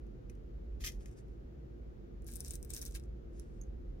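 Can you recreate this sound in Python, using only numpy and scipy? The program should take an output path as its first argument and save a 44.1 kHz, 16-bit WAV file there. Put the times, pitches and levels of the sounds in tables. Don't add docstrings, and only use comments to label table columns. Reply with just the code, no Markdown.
import sys
import numpy as np
from scipy import signal
from scipy.fft import rfft, irfft
from scipy.io import wavfile

SR = 44100
rng = np.random.default_rng(int(sys.argv[2]) if len(sys.argv) > 2 else 0)


def dump_mix(stems):
    frames = np.atleast_2d(stems).T
    limited = np.clip(frames, -1, 1)
    pcm = np.round(limited * 32767).astype(np.int16)
    wavfile.write(sys.argv[1], SR, pcm)


N = 176400

# (frequency [Hz], relative level [dB])
KNOCK_COLOUR = [(500,-24.5),(1100,-2),(1600,-1.5),(2300,0.5),(3200,-2.5),(4200,2),(6000,-15),(9000,-21),(16000,-40)]
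KNOCK_T60_S = .005
PAN_SCATTER_DB = 3


def pouring():
    # (time [s], level [dB], ring frequency [Hz])
    drops = [(2.2217, -54.5, 8400), (2.2452, -54, 10900), (2.2669, -42, 10800), (2.279, -43, 11500),
             (2.287, -48, 5900), (2.314, -45, 8800), (2.3203, -39, 10600), (2.3375, -38, 9050),
             (2.3507, -51, 8800), (2.3567, -33, 10900), (2.361, -36.5, 8600), (2.3678, -36, 9000),
             (2.3921, -57, 14400), (2.4053, -27.5, 9300), (2.4425, -50, 10600), (2.4479, -35.5, 6050),
             (2.458, -39, 11100), (2.4626, -38.5, 8500), (2.4801, -41, 5700), (2.484, -36.5, 8900),
             (2.5068, -35.5, 8400), (2.5086, -30.5, 8700), (2.5142, -37.5, 7040), (2.5236, -44, 14500),
             (2.5358, -38, 8800), (2.5406, -38, 8600), (2.5505, -45, 8600), (2.5552, -33, 8400),
             (2.6285, -37.5, 8600), (2.6486, -40, 14300), (2.693, -60, 9100), (2.7043, -31, 8400),
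             (2.7143, -48, 8400), (2.7212, -53, 11100), (2.7366, -30, 8200), (2.7395, -32, 6900),
             (2.748, -32, 13300), (2.7539, -48, 8400), (2.7653, -32.5, 5650), (2.7745, -37.5, 5800),
             (2.782, -45, 5900), (2.7922, -41, 6400), (2.8156, -30, 10700), (2.8203, -36.5, 5770),
             (2.8263, -35, 10900), (2.8267, -40, 7160), (2.8525, -33, 11200), (2.8585, -49, 6160),
             (2.863, -39.5, 8200), (2.8658, -41, 8600), (2.8784, -46, 8360), (2.9107, -48, 6700),
             (2.9223, -49, 8260), (2.9443, -47, 5030), (2.9501, -40, 5130), (2.9545, -48, 7270),
             (2.9606, -42, 6700), (2.9735, -59, 10300), (2.9979, -49.5, 5530), (3.038, -55, 5700),
             (3.3974, -41.5, 10500)]
    # (time [s], level [dB])
    jostle_envelope = [(2.255,-75),(2.275,-58),(2.36,-60.5),(2.39,-62),(2.405,-54),(2.432,-65),(2.465,-55.5),(2.51,-60),(2.555,-54),(2.575,-75),(2.688,-74),(2.703,-46),(2.724,-60),(2.738,-50.5),(2.785,-48.5),(2.806,-65),(2.818,-45.5),(2.842,-61.5),(2.862,-49),(2.895,-64.5),(2.938,-68),(2.951,-44),(2.975,-57),(2.99,-80),(3.06,-80.5)]
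    # (frequency [Hz], relative level [dB])
    drop_colour = [(500,-36),(1100,-22.5),(1600,-15.5),(2300,-11),(3200,-16),(4300,-13),(5400,1),(7500,-0.5),(8600,4),(11000,-1),(13500,-4),(16000,-4.5)]
    jostle_colour = [(500,-7),(1100,-9.5),(1600,-6),(3100,-5.5),(4200,-2.5),(5500,4),(7500,-6),(8800,3),(11000,-13),(13500,-7),(16000,-6.5)]
    # (frequency [Hz], width [Hz], lift [dB])
    box_modes = [(1550,250,4),(3850,250,5),(5900,400,2),(6950,300,2),(8190,150,3),(8550,250,3)]
    # (frequency [Hz], level difference [dB])
    balance = [(1300,3.5),(2300,6),(3200,2),(4500,1),(6000,-5),(7100,-3.5),(8100,8),(11000,5.5),(15000,8.5)]
    # (frequency [Hz], phase [rad])
    phase = [(1400,2.6),(2900,3),(3900,3.8),(5200,4.5),(8700,6.2),(11500,6.7)]
    drop_gain_db, jostle_gain_db, jostle_ring_hz = 10, -2.5, (5460, 14600)
    beads = undb(drop_gain_db) * landings(drops, response(drop_colour, box_modes))
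    neighbours = [(s, db, rng.uniform(*jostle_ring_hz)) for s, db in swarm(jostle_envelope, per_s=750)]
    beads += undb(jostle_gain_db) * landings(neighbours, response(jostle_colour, box_modes))
    beads += wall_clacks()
    return placed(beads + hollow(beads), balance, phase)


def landings(rows, body, ring_db=1.5, ring_t60_s=.0023, cutoff_hz=4470):
    out = np.zeros((2, N))
    radiation = signal.butter(4, cutoff_hz, "high", fs=SR, output="sos")
    for s, db, hz in rows:
        hit = crack(t60=.002, body=body)
        size = hit.shape[1]
        cycles = hz * np.arange(size) / SR + rng.random((2, 1))
        ring = signal.sosfilt(radiation, np.sin(2 * np.pi * cycles) * fade(ring_t60_s, size))
        sound = reflected(np.sqrt(2) * unit(unit(hit) + undb(ring_db) * unit(ring)))
        add(out, s, undb(db) * sound * sides(PAN_SCATTER_DB * rng.standard_normal()))
    return out


def wall_clacks(gain_db=9.5, width_hz=400, lift_db=8):
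    # (time [s], level [dB], resonance [Hz])
    hits = [(2.287,-49,1830),(2.361,-56,1920),(2.4475,-52,4150),(2.4785,-54,4780),(2.508,-51,4750),(2.5236,-53,3730),(2.5403,-53,4630),(2.7035,-48,3800),(2.7145,-54,3430),(2.7355,-47,4680),(2.7637,-46,3460),(2.7745,-52,1600),(2.828,-49,3440),(2.8655,-53,2880),(2.8832,-56,1210),(2.922,-58,3430),(2.9505,-49,1990),(2.9542,-42,3770),(2.958,-49,2830),(2.9722,-54,4150),(2.9972,-63,1310)]
    out = np.zeros((2, N))
    for s, db, hz in hits:
        clack = crack(KNOCK_T60_S, response(KNOCK_COLOUR, [(hz, width_hz, lift_db)]))
        add(out, s, undb(gain_db + db) * reflected(clack))
    return out


def hollow(x, gain_db=-17, t60_s=.09, band_hz=(1300, 4000)):
    size = SR // 8
    band = signal.butter(6, band_hz, "band", fs=SR, output="sos")
    ring = signal.sosfilt(band, rng.standard_normal(size) * fade(t60_s, size))
    ringing = signal.fftconvolve(x, ring[None], axes=1)[:, :N]
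    return undb(gain_db) * np.sqrt(np.sum(x ** 2)) * unit(ringing)


def handling():
    # (time [s], level [dB])
    rattle_envelope = [(.79,-91),(.809,-58),(.82,-58),(.836,-61),(.846,-42),(.859,-45.5),(.872,-42.5),(.888,-48),(.908,-66.5),(.923,-65),(.938,-69.5),(.98,-83)]
    # (time [s], level [dB])
    ticks = [(.067,-68),(.2975,-46),(.302,-57),(.352,-63),(.8995,-49),(.9205,-47),(1.008,-57),(1.0585,-43.5),(1.0615,-58),(1.074,-62),(1.113,-58),(1.171,-63),(1.283,-68)]
    # (time [s], level [dB])
    knocks = [(.2975,-57),(.8055,-55),(.8402,-35),(.8447,-41),(.849,-42),(.872,-42),(1.008,-55),(1.0585,-54)]
    # (frequency [Hz], relative level [dB])
    rattle_colour = [(500,-12),(1000,-24),(1700,-4.5),(2400,-1),(3000,-6),(4000,0),(5500,3),(7000,3.5),(8000,-5),(10000,-4),(12000,0.5),(16000,-12)]
    tick_colour = [(500,-16),(1000,-28),(1600,3),(2400,3),(3200,-7.5),(5500,5),(7500,5),(11000,4),(16000,-3.5)]
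    # (frequency [Hz], width [Hz], lift [dB])
    box_modes = [(1240,90,14),(1750,160,5.5),(1907,145,9),(2073,77,15.5),(2493,100,12),(2890,130,6),(3222,110,17),(4200,180,3),(4770,230,-0.5),(5540,65,8.5),(6080,96,10),(7110,180,6.5),(8650,350,7.5),(12700,400,1)]
    # (frequency [Hz], level difference [dB])
    balance = [(1300,4),(2300,2),(4400,2),(6300,-3),(8500,3.5),(11000,3),(15000,6)]
    # (frequency [Hz], phase [rad])
    phase = [(1400,3.4),(2100,4.4),(2900,5.4),(3900,6.4),(5200,7.6),(8700,9.2)]
    rattle = swarm(rattle_envelope, per_s=3500)
    sound = contacts(rattle, response(rattle_colour, box_modes), t60=.001, gain_db=2)
    sound += contacts(ticks, response(tick_colour, box_modes), t60=.0078, gain_db=11)
    sound += brushing()
    sound += contacts(knocks, response(KNOCK_COLOUR, box_modes), t60=KNOCK_T60_S, gain_db=11.5)
    return placed(sound, balance, phase)


def brushing():
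    # (time [s], rise and fall [s], level [dB])
    strokes = [(1.02,0.025,-70),(1.08,0.019,-69.5),(1.126,0.018,-73.5),(1.187,0.02,-67),(1.3,0.061,-87),(3.39,0.057,-73.5),(3.56,0.12,-82.5)]
    # (frequency [Hz], relative level [dB])
    colour = [(600,-28),(1600,9.5),(3500,-5.5),(6500,5.5),(9000,3),(12000,-3),(16000,-27)]
    t = np.arange(N) / SR
    pressure = sum(undb(db) * np.exp(-((t - s) / width) ** 2) for s, width, db in strokes)
    friction = pressure * rng.laplace(0, np.sqrt(.5), N)
    return signal.fftconvolve(friction, response(colour))[:N]


def clink(gain_db=13.5, pan_db=-5.5, attack_s=.0003):
    # (time [s], level [dB])
    bounces = [(3.6138,-42.5),(3.6168,-49),(3.6232,-56),(3.635,-58)]
    # (frequency [Hz], relative level [dB], T60 [s])
    modes = [(6480,-2.5,0.034),(8500,-22,.012),(11170,-16,0.015),(12100,-21,.012)]
    t = np.arange(SR // 10) / SR
    ring = sum(undb(db) * np.sin(2 * np.pi * hz * t) * fade(t60, len(t)) for hz, db, t60 in modes)
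    ring = unit((1 - np.exp(-t / attack_s)) * ring)
    out = np.zeros((2, N))
    for s, db in bounces:
        add(out, s, undb(db + gain_db) * ring * sides(pan_db))
    return out


def contacts(rows, body, t60, gain_db):
    out = np.zeros((2, N))
    for s, db in rows:
        add(out, s, undb(db + gain_db) * crack(t60, body) * sides(PAN_SCATTER_DB * rng.standard_normal()))
    return out


def crack(t60, body, size=256, apart_db=-1):
    bursts = rng.standard_normal((3, size)) * fade(t60, size)
    pair = bursts[0] + undb(apart_db) * bursts[1:]
    return np.sqrt(2) * unit(signal.fftconvolve(pair, body[None], axes=1))


def swarm(envelope, per_s, spread_db=3.5):
    s, db = np.array(envelope).T
    count = int((s[-1] - s[0]) * per_s)
    jitter, rarity = rng.random((count, 2)).T
    times = s[0] + (np.arange(count) + 2 * jitter) / per_s
    sizes = undb(-spread_db * np.log(rarity * .96 + .04))
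    sizes *= np.sqrt(SR / per_s / np.mean(sizes ** 2))
    return list(zip(times, np.interp(times, s, db) + 20 * np.log10(sizes)))


def reflected(x, db=-7, t60_s=.04):
    size = int(t60_s * SR)
    cloud = undb(db) * unit(fade(t60_s, size)) * rng.standard_normal((2, size))
    cloud[:, 0] += 1
    return signal.fftconvolve(x, cloud, axes=1)[:, :N]


def room(x, db=-13, t60_s=.13):
    size = SR // 2
    tail = undb(db) * unit(fade(t60_s, size)) * rng.standard_normal((2, size))
    return x + signal.fftconvolve(x, tail, axes=1)[:, :N]


def air(noise_db=-48.5, rumble_top_hz=85):
    # (frequency [Hz], relative level [dB])
    colour = [(12, -49), (20, -25), (33, -8.5), (56, -1.5), (68, -1.5), (88, -18), (134, -12.5), (168, -23),
              (216, -17.5), (293, -22.5), (337, -20), (410, -24), (490, -26), (560, -34), (698, -39.5),
              (1090, -50), (1220, -46.5), (3840, -59), (6910, -64.5), (8180, -74), (16000, -69.5)]
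    # (frequency [Hz], width [Hz], level [dB])
    hum_bands = [(51.4,12.8,-47),(136.9,63,-65),(193.5,3.1,-70),(345.6,20,-66)]
    # (time [s], gain [dB])
    rumble_envelope = [(0,-3.5),(1.0,2.5),(1.15,-5.5),(2.05,-5.5),(2.3,-0.5),(3.1,0),(3.25,-4.5),(3.401,-2.5),(4,3)]
    # (frequency [Hz], gain [dB])
    side_share = [(30,-18.5),(60,-10.5),(125,-13.5),(250,-4.5),(500,3),(1000,5.5),(3000,1),(15000,-0.5)]
    # (frequency [Hz], level difference [dB])
    balance = [(50,-2),(125,0),(250,1),(500,0.6),(2000,1.5),(15000,0)]
    f = np.fft.rfftfreq(N, 1 / SR)
    mid, side, drone = rfft(rng.standard_normal((3, N)))
    shape = undb(on_hz(colour))
    shape *= undb(noise_db) / np.sqrt(np.mean(shape ** 2))
    hums = sum(undb(db) * np.sqrt(N) * unit(irfft(drone * peak(f, hz, width), N))
               for hz, width, db in hum_bands)
    centre = irfft(mid * shape, N) + hums
    rumble = irfft(rfft(centre) / (1 + (f / rumble_top_hz) ** 8), N)
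    swell = undb(np.interp(np.arange(N) / SR, *np.array(rumble_envelope).T))
    wide = irfft(side * shape * undb(on_hz(side_share)), N)
    return placed(centre + (swell - 1) * rumble + np.array([wide, -wide]), balance)


def response(colour, resonances=(), size=2048):
    f = np.fft.rfftfreq(size, 1 / SR)
    db = on_hz(colour, size) + sum(lift * peak(f, hz, width) for hz, width, lift in resonances)
    cepstrum = irfft(np.log(undb(db)))
    cepstrum[1:size // 2] *= 2
    cepstrum[size // 2 + 1:] = 0
    return unit(irfft(np.exp(rfft(cepstrum)))[:size // 2])


def peak(f, hz, width):
    return 1 / (1 + (2 * (f - hz) / width) ** 2)


def placed(x, balance, phase=((1000, 0),)):
    turn = np.exp(.5j * np.array([[1], [-1]]) * on_hz(phase))
    return irfft(rfft(x) * sides(on_hz(balance)) * turn, N)


def sides(db):
    gains = undb(np.array([[1], [-1]]) * db / 2)
    return gains / np.sqrt(np.mean(gains ** 2, axis=0))


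def on_hz(points, size=N):
    hz, values = np.array(points, float).T
    return np.interp(np.log(np.fft.rfftfreq(size, 1 / SR) + 1), np.log(hz), values)


def fade(t60, size):
    return np.exp(-np.log(1000) * np.arange(size) / SR / t60)


def undb(db):
    return 10 ** (np.asarray(db) / 20)


def unit(x):
    return x / np.sqrt(np.sum(x ** 2) + 1e-30)


def add(out, s, x):
    i = int(s * SR)
    out[:, i:i + x.shape[-1]] += x[..., :N - i]


def scene():
    return air() + room(pouring() + reflected(clink() + handling()))


def record(dry, top_hz=15900):
    return signal.sosfilt(signal.ellip(10, .2, 70, top_hz, fs=SR, output="sos"), dry)


dry = scene()
out = record(dry)
dump_mix(out)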